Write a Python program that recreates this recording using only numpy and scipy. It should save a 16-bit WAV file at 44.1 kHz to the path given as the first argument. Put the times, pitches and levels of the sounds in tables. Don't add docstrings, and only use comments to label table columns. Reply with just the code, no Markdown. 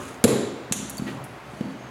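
import sys
import numpy as np
from scipy import signal
from scipy.fft import rfft, irfft, next_fast_len
from scipy.io import wavfile
from scipy.ndimage import uniform_filter1d

SR = 44100
rng = np.random.default_rng(int(sys.argv[2]) if len(sys.argv) > 2 else 0)


def int16_out(signal):
    q = np.round(np.clip(np.atleast_2d(signal).T, -1, 1) * 32767)
    wavfile.write(sys.argv[1], SR, q.astype(np.int16))


N = 83790

# (frequency [Hz], fade [s])
ROOM_FADES = [(100, 0.55), (400, 1), (900, 1), (1500, 1), (4000, 1), (7000, 0.74), (10000, 0.5),
              (12500, 0.43), (15000, 0.19)]
# (delay [s], level [dB])
TABLE_ECHOES = [(0.048, -17), (0.0897, -13.5)]
# (frequency [Hz], level [dB])
AIR_COLOUR = [(15, -56), (25, -70), (64, -0.5), (92, -16), (123, 1.5), (190, -9.5), (394, -6), (516, -13),
              (575, -5), (695, -7), (936, -8.5), (1230, -11), (2160, -16), (4370, -27.5), (16000, -44.5)]
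# (frequency [Hz], level [dB])
RUMBLE_COLOUR = [(50, -10), (90, 2), (160, -7), (280, 2.5), (450, -1.5), (750, -18), (1300, -7.5),
                 (2000, -26), (8000, -38)]

# (peak time [s], level [dB], rise [s], fall [s], pitch [Hz])
BAND_GLIDES = [(1.65, -62, 0.11, 0.098, 4520), (1.87, -62, 0.099, 0.03494, 6460)]
# (peak time [s], level [dB], rise [s], fall [s])
RUSTLE_STROKES = [(.045, -45.5, 0.084, 0.083), (1.1, -51.5, 0.042, 0.049), (1.56, -56.5, 0.072, 0.098),
                  (1.72, -63, 0.014, 0.01674)]
# (frequency [Hz], level [dB])
RUSTLE_COLOUR = [(300, -77), (1300, 8), (3000, 6), (5300, -5), (6500, 7), (8400, 0), (10000, 2.5),
                 (15000, -21)]
# (peak time [s], level [dB], rise [s], fall [s])
SCRAPE_STROKES = [(1.075, -34.5, 0.007, 0.033)]
# (frequency [Hz], level [dB])
SCRAPE_COLOUR = [(100, -27), (270, 17), (600, 4), (1300, 2.5), (1900, 0.5), (2200, 1), (3400, -1),
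                 (6000, -22), (15000, -26)]
# (peak time [s], level [dB], rise [s], fall [s])
DRAG_STROKES = [(1.13, -37.5, 0.0093, 0.022), (1.2, -34, 0.024, 0.026)]
# (frequency [Hz], level [dB])
DRAG_COLOUR = [(50, -67), (125, 13), (180, -4), (300, -24), (500, -4.5), (1100, -12), (3000, -45),
               (10000, -48)]

# (time [s], level [dB], pitch [Hz])
SOFT_THUDS = [(0.711, -18, 194), (0.799, -24, 221), (0.828, -25, 206), (0.995, -20, 203),
              (1.0193, -17.5, 228), (1.534, -30, 193), (1.608, -15.5, 221), (1.761, -44, 237)]
# (frequency [Hz], level [dB])
TAP_COLOUR = [(200, -6), (500, 4), (1200, 10), (3500, -2), (8000, -20), (15000, -33)]
# (time [s], level [dB], fade [s])
KNOCK_HITS = [(.7125, -38.5, 0.026), (.998, -33, 0.016), (1.6088, -30.5, 0.029)]
# (frequency [Hz], level [dB])
KNOCK_COLOUR = [(100, -16), (200, 5), (350, -11), (490, 13), (680, -2), (1200, -2.5), (3800, -11),
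                (6000, -22.5), (15000, -32.5)]

# (time [s], level [dB])
CLINK_HITS = [(.9805, -27), (.9849, -30)]
# (pitch [Hz], level [dB], fade [s])
CLINK_TONES = [(4549, 0, .022), (10120, -14, .04), (11060, -15, .06), (15350, -12, .025)]
# (time [s], level [dB], pitch [Hz], ring above the click [dB], fade [s])
TICK_HITS = [(0.897, -30.5, 6970, 2, 0.016), (0.901, -30, 7750, -6, 0.03),
             (0.9714, -37.5, 7160, 8.5, 0.012), (0.98, -36.5, 6500, 1, 0.034),
             (1.2404, -43, 9726, -1, 0.077)]
# (frequency [Hz], level [dB])
TICK_COLOUR = [(2000, -49.5), (5500, -9.5), (7500, -4), (11000, 0.5), (15500, -15)]

# (time [s], level [dB], fade [s])
CLACK_HITS = [(.7224, -31, 0.0228), (.7237, -9.5, 0.0062), (.7258, -23, 0.082)]
# (frequency [Hz], level [dB])
CLACK_COLOUR = [(500, -10), (1500, -7), (2800, -4), (4200, -2), (5100, -12.5), (5900, 2), (6800, 4),
                (8400, -0.5), (9500, 1.5), (11000, -5), (12500, -8), (15500, -26)]
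# (pitch [Hz], level [dB], fade [s])
HANDLE_TONES = [(2666, -40, 0.18), (6760, -34.5, 0.2), (7450, -16, 0.014)]

# (time [s], level [dB], fade [s])
SNAP_HITS = [(.2406, -6, 0.01), (.2418, -13.5, 0.03), (.2450, -14, 0.028)]
# (frequency [Hz], level [dB])
SNAP_COLOUR = [(60, -18), (200, 12), (550, 3.5), (950, -0.5), (1300, -2.5), (1900, -2.5), (2700, -5),
               (4000, -3.5), (5000, -7.5), (6200, -6.5), (7300, 1.5), (8500, -7), (10200, -0.5),
               (11900, -8), (15500, -22)]
# (pitch [Hz], level [dB], fade [s])
HEAD_TONES = [(1590, -25, 0.022), (1830, -23, 0.014), (3950, -20, 0.029), (7250, -17.5, 0.04),
              (10110, -8.5, 0.0058), (10900, -19, 0.01)]
# (pitch [Hz], level [dB], fade [s])
TABLE_TONES = [(110, -20.5, 0.17), (238, -9.5, 0.12), (400, -19, 0.034), (446.7, -14, 0.099)]
# (frequency [Hz], level [dB])
BOOM_COLOUR = [(50, -32), (120, 1.5), (160, -8.5), (220, 3.5), (290, -2), (460, -1), (580, -9),
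               (800, -20.5), (2000, -51.5)]


def amp(db):
    return 10 ** (np.asarray(db) / 20)


def unit(x):
    return x / np.sqrt(np.mean(x ** 2) + 1e-20)


def along(points, hz):
    freqs, values = np.transpose(points)
    return np.interp(np.log(hz + 1), np.log(freqs + 1), values)


def since(start):
    return np.maximum(np.arange(N) / SR - start, 0)


def filtered(x, response):
    size = next_fast_len(N + 8192)
    return irfft(rfft(x, size) * response(np.fft.rfftfreq(size, 1 / SR)), size)[:N]


def noise(colour):
    return unit(filtered(rng.standard_normal(N), lambda hz: amp(along(colour, hz))))


def click(colour, size=2048):
    gains = amp(along(colour, np.fft.rfftfreq(size, 1 / SR)))
    cepstrum = irfft(np.log(gains))
    cepstrum[1:size // 2] *= 2
    cepstrum[size // 2 + 1:] = 0
    pulse = irfft(np.exp(rfft(cepstrum)))
    return pulse / np.linalg.norm(pulse)


def strike(start, fade, rise=0.0001):
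    t = since(start)
    return (1 - np.exp(-t / rise)) * np.exp(-np.log(1000) * t / fade)


def swell(peak, db, rise, fall):
    t = since(0)
    width = np.where(t < peak, rise, fall)
    return amp(db) * np.exp(-0.5 * ((t - peak) / width) ** 2)


def ring(start, tones, rise=0.000067):
    t = since(start)
    return sum(amp(db) * strike(start, fade, rise) * np.sin(2 * np.pi * hz * t)
               for hz, db, fade in tones)


def push(start, db, hz, rise):
    t = since(start)
    shape = (t / rise * np.exp(1 - t / rise)) ** 2
    return amp(db) * shape * np.sin(2 * np.pi * hz * t)


def impacts(hits, colour, spike_gain=2.9):
    force = sum(amp(db) * strike(start, fade) * rng.standard_normal(N) for start, db, fade in hits)
    for start, db, _ in hits:
        force[int(start * SR)] += spike_gain * amp(db)
    return signal.fftconvolve(force, click(colour))[:N]


def rub(strokes, colour, grain_db):
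    grain = unit(uniform_filter1d(rng.standard_normal(N), size=128))
    friction = unit(noise(colour) * amp(grain_db * grain))
    return sum(swell(*stroke) for stroke in strokes) * friction


def walls(x):
    hz, t, spectrum = signal.stft(rng.standard_normal(SR), SR, nperseg=256)
    decay = np.exp(-np.log(1000) * t / along(ROOM_FADES, hz)[:, None])
    tail = signal.istft(spectrum * decay, SR, nperseg=256)[1]
    t = np.arange(len(tail)) / SR
    early = 0.56 * np.clip(t / 0.0073, 0, 1)
    late = np.clip((t - 0.022) / 0.02, 0, 1)
    far_wall_db = 5 * np.exp(-((t - 0.0392) / 0.0014) ** 2)
    tail = tail * np.maximum(early, late) * amp(far_wall_db)
    return signal.fftconvolve(x, tail / np.linalg.norm(tail))[:N]


def in_room(x, room_db):
    return x + amp(room_db) * walls(x)


def table_echo(x):
    echoes = sum(amp(db) * np.pad(x, (round(delay * SR), 0))[:N] for delay, db in TABLE_ECHOES)
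    return walls(x) + echoes


def room_tone(air_db=-41.5, rumble_db=-34.5):
    air = amp(air_db) * noise(AIR_COLOUR)
    rumble = amp(rumble_db) * strike(0, fade=1) * noise(RUMBLE_COLOUR)
    return air + rumble


def glides(width=0.023):
    sound = np.zeros(N)
    for peak, db, rise, fall, pitch in BAND_GLIDES:
        singing = filtered(rng.standard_normal(N), lambda hz: 1 / (1 + ((hz / pitch - 1) / width) ** 2))
        sound += swell(peak, db, rise, fall) * unit(singing)
    return sound


def handling():
    squeak = push(start=1.064, db=-39, hz=1910, rise=0.013)
    scrape = rub(SCRAPE_STROKES, SCRAPE_COLOUR, grain_db=-0.5)
    drag = rub(DRAG_STROKES, DRAG_COLOUR, grain_db=0)
    slide = in_room(squeak + scrape + drag, room_db=-9.5)
    return slide + rub(RUSTLE_STROKES, RUSTLE_COLOUR, grain_db=2)


def thuds(tap_db=-19.5, room_db=-4):
    sound = impacts(KNOCK_HITS, KNOCK_COLOUR)
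    for start, db, hz in SOFT_THUDS:
        tap = amp(db + tap_db) * strike(start, fade=0.014, rise=0.002762) * noise(TAP_COLOUR)
        sound += push(start, db, hz, rise=0.0029) + tap
    return sound + amp(room_db) * table_echo(sound)


def clink():
    touches = sum(amp(db) * ring(start, CLINK_TONES, rise=0.00067) for start, db in CLINK_HITS)
    return in_room(touches, room_db=-12)


def ticks():
    sound = np.zeros(N)
    for start, db, hz, ring_db, fade in TICK_HITS:
        sound += impacts([(start, db, fade)], TICK_COLOUR)
        sound += ring(start, [(hz, db + ring_db, fade)])
    return in_room(sound, room_db=-8)


def steel_hit(hits, colour, tones, room_db, directions=6):
    ringing = ring(hits[0][0], tones)
    blend = sum(walls(impacts(hits, colour) + ringing) for _ in range(directions)) / np.sqrt(directions)
    direct = impacts(hits, colour) + ringing
    return direct + amp(room_db) * blend


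def clack():
    return steel_hit(CLACK_HITS, CLACK_COLOUR, HANDLE_TONES, room_db=-6.5)


def snap(boom_db=15):
    start = SNAP_HITS[0][0]
    crack = steel_hit(SNAP_HITS, SNAP_COLOUR, HEAD_TONES, room_db=-6)
    thump = ring(start, TABLE_TONES, rise=0.001)
    knock = push(start=0.2493, db=-11, hz=470, rise=0.0048)
    boom = amp(boom_db) * np.pad(click(BOOM_COLOUR), (round(start * SR), N))[:N]
    return crack + thump + knock + table_echo(boom)


def scene():
    return (snap() + clack() + ticks() + clink() + thuds() + handling() + glides() + room_tone())[None]


def record(dry):
    low_cut_hz, top_hz = 48, 16000
    bass_cut = signal.butter(2, low_cut_hz, "highpass", fs=SR, output="sos")
    clipped = np.clip(signal.sosfilt(bass_cut, dry[0]), -1, 1)
    return filtered(clipped, lambda hz: hz < top_hz)[None]


dry = scene()
out = record(dry)
int16_out(out)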